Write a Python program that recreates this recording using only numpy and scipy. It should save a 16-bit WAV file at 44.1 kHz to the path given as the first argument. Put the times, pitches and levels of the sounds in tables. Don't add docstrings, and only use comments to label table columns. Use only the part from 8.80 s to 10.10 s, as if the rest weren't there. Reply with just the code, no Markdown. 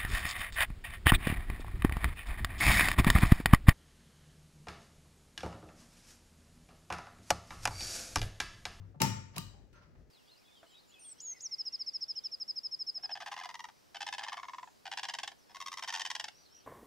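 import sys
import numpy as np
from scipy import signal
from scipy.fft import rfft, irfft
from scipy.io import wavfile
from scipy.ndimage import uniform_filter1d

SR = 44100
rng = np.random.default_rng(int(sys.argv[2]) if len(sys.argv) > 2 else 0)


def persist_wave(psi):
    counts = np.round(np.clip(psi, -1, 1) * 32767).astype(np.int16)
    wavfile.write(sys.argv[1], SR, np.atleast_2d(counts).T)


N = 57330
T = np.arange(N) / SR


def amp(db):
    return 10 ** (np.asarray(db) / 20)


def unit(x):
    return x / np.sqrt(np.mean(x ** 2) + 1e-20)


def read(points, hz):
    pitch_hz, value = np.transpose(points)
    return np.interp(np.log(hz + 1), np.log(pitch_hz + 1), value)


def pan(left_db):
    return amp(np.array([[left_db], [-left_db]]) / 2)


def place(x, left_db, lag_s):
    return pan(left_db) * np.array([x, np.interp(T - lag_s, T, x)])


def noise(colour, tilt_db=0, likeness=0):
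    hz = np.fft.rfftfreq(N, 1 / SR)
    left, other = rfft(rng.standard_normal((2, N)))
    right = likeness * left + np.sqrt(1 - likeness ** 2) * other
    gain = amp(read(colour, hz) + tilt_db * np.log2(np.maximum(hz, 1000)))
    return unit(irfft(np.array([left, right]) * gain, N))


def wobble(samples):
    return unit(uniform_filter1d(rng.standard_normal(N), size=samples))


def struck(start, rise, fade, hold=0):
    return np.clip((T - start) / rise, 0, 1) * amp(-60 * np.maximum(T - start - hold, 0) / fade)


def note(start, hz, fade, rise):
    return struck(start, rise, fade) * np.sin(2 * np.pi * hz * (T - start))


def room_echo(x):
    # pitch_hz, fade_s
    fade_times = [(80, 0.83), (250, 0.71), (600, 0.46), (1500, 0.62), (4000, 0.49), (7500, 0.5),
                  (11000, 0.23), (16000, 0.31)]
    # pitch_hz, level_db
    left_colour = [(100, -7.5), (500, 0), (1500, -2), (3000, -2.5), (5500, 1), (8000, 2), (11000, -10.5),
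                   (16000, 0)]
    right_colour = [(100, -0.5), (500, -6.5), (1500, -4), (3000, -4), (5500, -11), (8000, -3.5),
                    (11000, -6), (16000, -5)]
    onset_s, early_db, early_s = 0.0063, 6, 0.0067
    hz, t, bands = signal.stft(rng.standard_normal((2, N)), SR, nperseg=256)
    fade = read(fade_times, hz)[:, None]
    colour = amp([read(left_colour, hz), read(right_colour, hz)])[:, :, None]
    same_energy = np.sqrt(2 * np.log(1000) / (fade * SR))
    bands = bands * colour * amp(-60 * t / fade) * same_energy
    tail = signal.istft(bands, SR, nperseg=256)[1][:, :N]
    tail = tail * np.minimum(T / onset_s, 1) ** 2 * amp(early_db * np.exp(-T / early_s))
    return signal.fftconvolve(x[None], tail, axes=1)[:, :N]


def room_tone():
    # pitch_hz, level_db
    colour = [(20, -30.5), (35, -11), (49, 8), (65, -2), (110, -3), (200, -10.5), (400, -16.5),
              (650, -22.5), (1000, -37), (1700, -32), (3000, -41.5), (6000, -40.5), (9000, -51.5),
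              (16000, -53.5)]
    level_db, waver_db = -59.5, 1.46
    waver = unit(uniform_filter1d(wobble(2500), size=1500))
    return amp(level_db + waver_db * waver) * pan(4.5) * noise(colour, likeness=0.55)


def handling():
    # start_s, length_s, level_db, pitch_hz, width_hz, hiss_db
    strokes = [(-.03, 0.11, -70, 1070, 1500, -12), (0.141, 0.022, -58.5, 585, 700, -40),
               (0.529, 0.058, -64, 1200, 1500, 1), (0.723, .07, -67.5, 780, 330, -23),
               (0.932, 0.07, -65, 1254, 1086, -6), (1.004, 0.053, -68, 1250, 1101, -3),
               (1.149, 0.017, -67, 1211, 1800, -14.5)]
    # pitch_hz, level_db
    hiss_colour = [(200, -4.5), (1000, 1.5), (2300, 4), (3500, -1), (5500, -1), (8000, -19.5),
                   (16000, -21.5)]
    graininess = 0.17
    rubs, all_hz = np.zeros((2, N)), np.fft.rfftfreq(N, 1 / SR)
    for start, length, db, hz, width, hiss_db in strokes:
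        band = 1 / (1 + (2 * (all_hz - hz) / width) ** 2)
        scrape = unit(irfft(rfft(rng.standard_normal((2, N))) * band, N))
        grain = unit(np.exp(graininess * wobble(90)))
        stroke = np.sin(np.pi * np.clip((T - start) / length, 0, 1))
        rubs += amp(db) * stroke * grain * (scrape + amp(hiss_db) * noise(hiss_colour))
    ring = tinks()
    return rubs + ring + room_echo(amp(2) * rubs[0] + amp(-3) * ring)


def bottle_thumps():
    # start_s, level_db, pitch_hz, fade_s, boom_db (added to level_db)
    jolts = [(0.162, -45, 148, 0.18, -33), (0.2089, -24, 259, 0.04, -13.5), (0.2132, -28, 139, 0.083, -6.5),
             (0.23, -20.5, 150, 0.074, -30.5), (0.2452, -26.5, 149, 0.065, -19.5),
             (0.5689, -37, 147, 0.12, -12.5), (0.5879, -30, 157.4, 0.05, -48)]
    # pitch_hz, level_db, fade_s
    room_notes = [(97, -2, .7), (118, 0, .45), (136, 0, .4), (168, -4, .3), (192, -2, .42), (220, -5, .4),
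                  (266, -4, .42), (335, -13, .4)]
    # start_s, level_db, pitch_hz, rise_s, fade_s
    swells = [(-.02, -40, 98, 0.014, 0.52), (-.02, -46, 166.9, 0.079, 0.31),
              (0.28, -23.5, 110.3, 0.061, 0.23), (0.359, -45, 95.5, 0.01, 0.87),
              (0.632, -45.5, 99, 0.017, 0.24)]
    knock, boom = np.zeros(N), np.zeros(N)
    for start, db, hz, fade, boom_db in jolts:
        knock += amp(db) * note(start, hz, fade, rise=0.0012)
        for room_hz, room_db, room_fade in room_notes:
            boom += amp(db + boom_db + room_db) * note(start, room_hz, room_fade, rise=0.054)
    boom += sum(amp(db) * note(start, hz, fade, rise) for start, db, hz, rise, fade in swells)
    knock = signal.sosfilt(signal.butter(2, 80, "highpass", fs=SR, output="sos"), knock)
    placed = place(knock, left_db=5.5, lag_s=0.0007) + place(boom, left_db=7.5, lag_s=0.0007)
    return placed + amp(-4) * room_echo(knock)


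def corkscrew_snaps():
    # start_s, level_db, rise_s, decay_s (to about a third), tilt_db_per_octave, left_db
    snaps = [(0.2009, -37, 0.0033, 0.01, -5.5, 2.5), (0.2159, -25.5, .0012, 0.0031, 8, -3.5),
             (0.2178, -18.5, .0008, 0.003, -2.5, 3), (.5585, -50, 0.0037, 0.0025, -3, 14),
             (.5634, -38.5, 0.0013, 0.003, -1, -1), (0.575, -45, 0.0013, 0.0055, -20, 0.5),
             (0.5807, -29.5, 0.00099, 0.0024, 0.5, -6.5), (.865, -86, .004, 0.015, 1, 8),
             (0.927, -66.5, 0.0045, 0.0076, -4.5, 5)]
    # pitch_hz, level_db
    colour = [(40, -36), (150, -12), (350, -5), (700, -10.5), (1400, -5), (2100, -2), (3300, -5), (5500, 2),
              (8500, -4.5), (12000, -4), (16000, -11.5)]
    # pitch_hz, level_db, fade_s
    ring_notes = [(364, -2, .22), (530, -7, .2), (715, -8, .12), (1285, -7, .2), (1879, -8, .22),
                  (2495, -1, .12), (2815, -6, .22), (2931, -1, .22), (3871, 0, .16), (4364, -7, .22),
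                  (4790, -6, .2), (4941, -6, .22), (5220, -5, .28), (7697, -8, .28)]
    peak_limit, ring_db = 2.2, -25.5
    crack, ring = np.zeros((2, N)), np.zeros((2, N))
    for start, db, rise, decay, tilt_db, left_db in snaps:
        shape = np.clip((T - start) / rise, 0, 1) * np.exp(-np.maximum(T - start - rise, 0) / decay)
        burst = peak_limit * np.tanh(noise(colour, tilt_db) / peak_limit)
        crack += amp(db) * pan(left_db) * shape * burst
    crack = hollow_body(crack)
    for hz, note_db, fade in ring_notes:
        energy = sum((amp(db) * struck(start, rise, fade)) ** 2 for start, db, rise, *_ in snaps)
        tone = np.sin(2 * np.pi * (hz * T + rng.random((2, 1))))
        ring += amp(note_db + ring_db) * np.sqrt(energy) * tone
    return crack + pan(5) * ring + room_echo(crack[0] + 0.29 * ring[0])


def hollow_body(x):
    # pitch_hz, width_hz, gain
    bands = [(358, 40, 1.5), (530, 35, 1.0), (720, 50, .6), (2470, 100, 1.2), (2900, 170, 2.7),
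             (3875, 90, 2.3)]
    return x + sum(gain * signal.lfilter(*signal.iirpeak(hz, hz / width, fs=SR), x)
                   for hz, width, gain in bands)


def air_pops():
    # start_s, level_db, first_hz, last_hz, glide_s, rise_s, hold_s, fade_s, roughness (0 to 1)
    pops = [(.2045, -28, 870, 892, .004, .016, .047, .035, .2),
            (.5665, -45.5, 440, 1210, .007, .002, .02, .05, .6)]
    # start_s, level_db, pitch_hz, fade_s
    neck_notes = [(.215, -38, 884, .36), (.215, -43, 904, .38), (.575, -52, 912, .28),
                  (.578, -49, 1205, .28)]
    air, lag_s = np.zeros(N), 0.00017
    for start, db, first_hz, last_hz, glide, rise, hold, fade, roughness in pops:
        hz = last_hz + (first_hz - last_hz) * np.exp(-np.maximum(T - start, 0) / glide)
        tone = np.sin(2 * np.pi * np.cumsum(hz * (T > start)) / SR)
        flutter = 1 + roughness * wobble(60)
        air += amp(db) * flutter * struck(start, rise, fade, hold) * tone
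    ring = sum(amp(db) * note(start, hz, fade, rise=0.024) for start, db, hz, fade in neck_notes)
    placed = place(air, left_db=6, lag_s=lag_s) + place(ring, left_db=1.5, lag_s=lag_s)
    return placed + amp(-5.5) * room_echo(air)


def tinks():
    # start_s, pitch_hz, level_db, fade_s
    rings = [(.71, 590, -70, .45), (.765, 797, -66, .3), (.938, 1398, -62.5, .42), (.955, 1314, -67, .55),
             (.955, 590, -71, .9), (.953, 6169, -66, .11)]
    return sum(amp(db) * note(start, hz, fade, rise=0.0082) for start, hz, db, fade in rings)


def scene():
    return corkscrew_snaps() + air_pops() + bottle_thumps() + handling() + room_tone()


def record(dry):
    cutoff_hz = 16300
    treble_cut = signal.firwin(255, cutoff_hz, window=("kaiser", 9), fs=SR)
    return signal.oaconvolve(dry, treble_cut[None], "same")


dry = scene()
out = record(dry)
persist_wave(out)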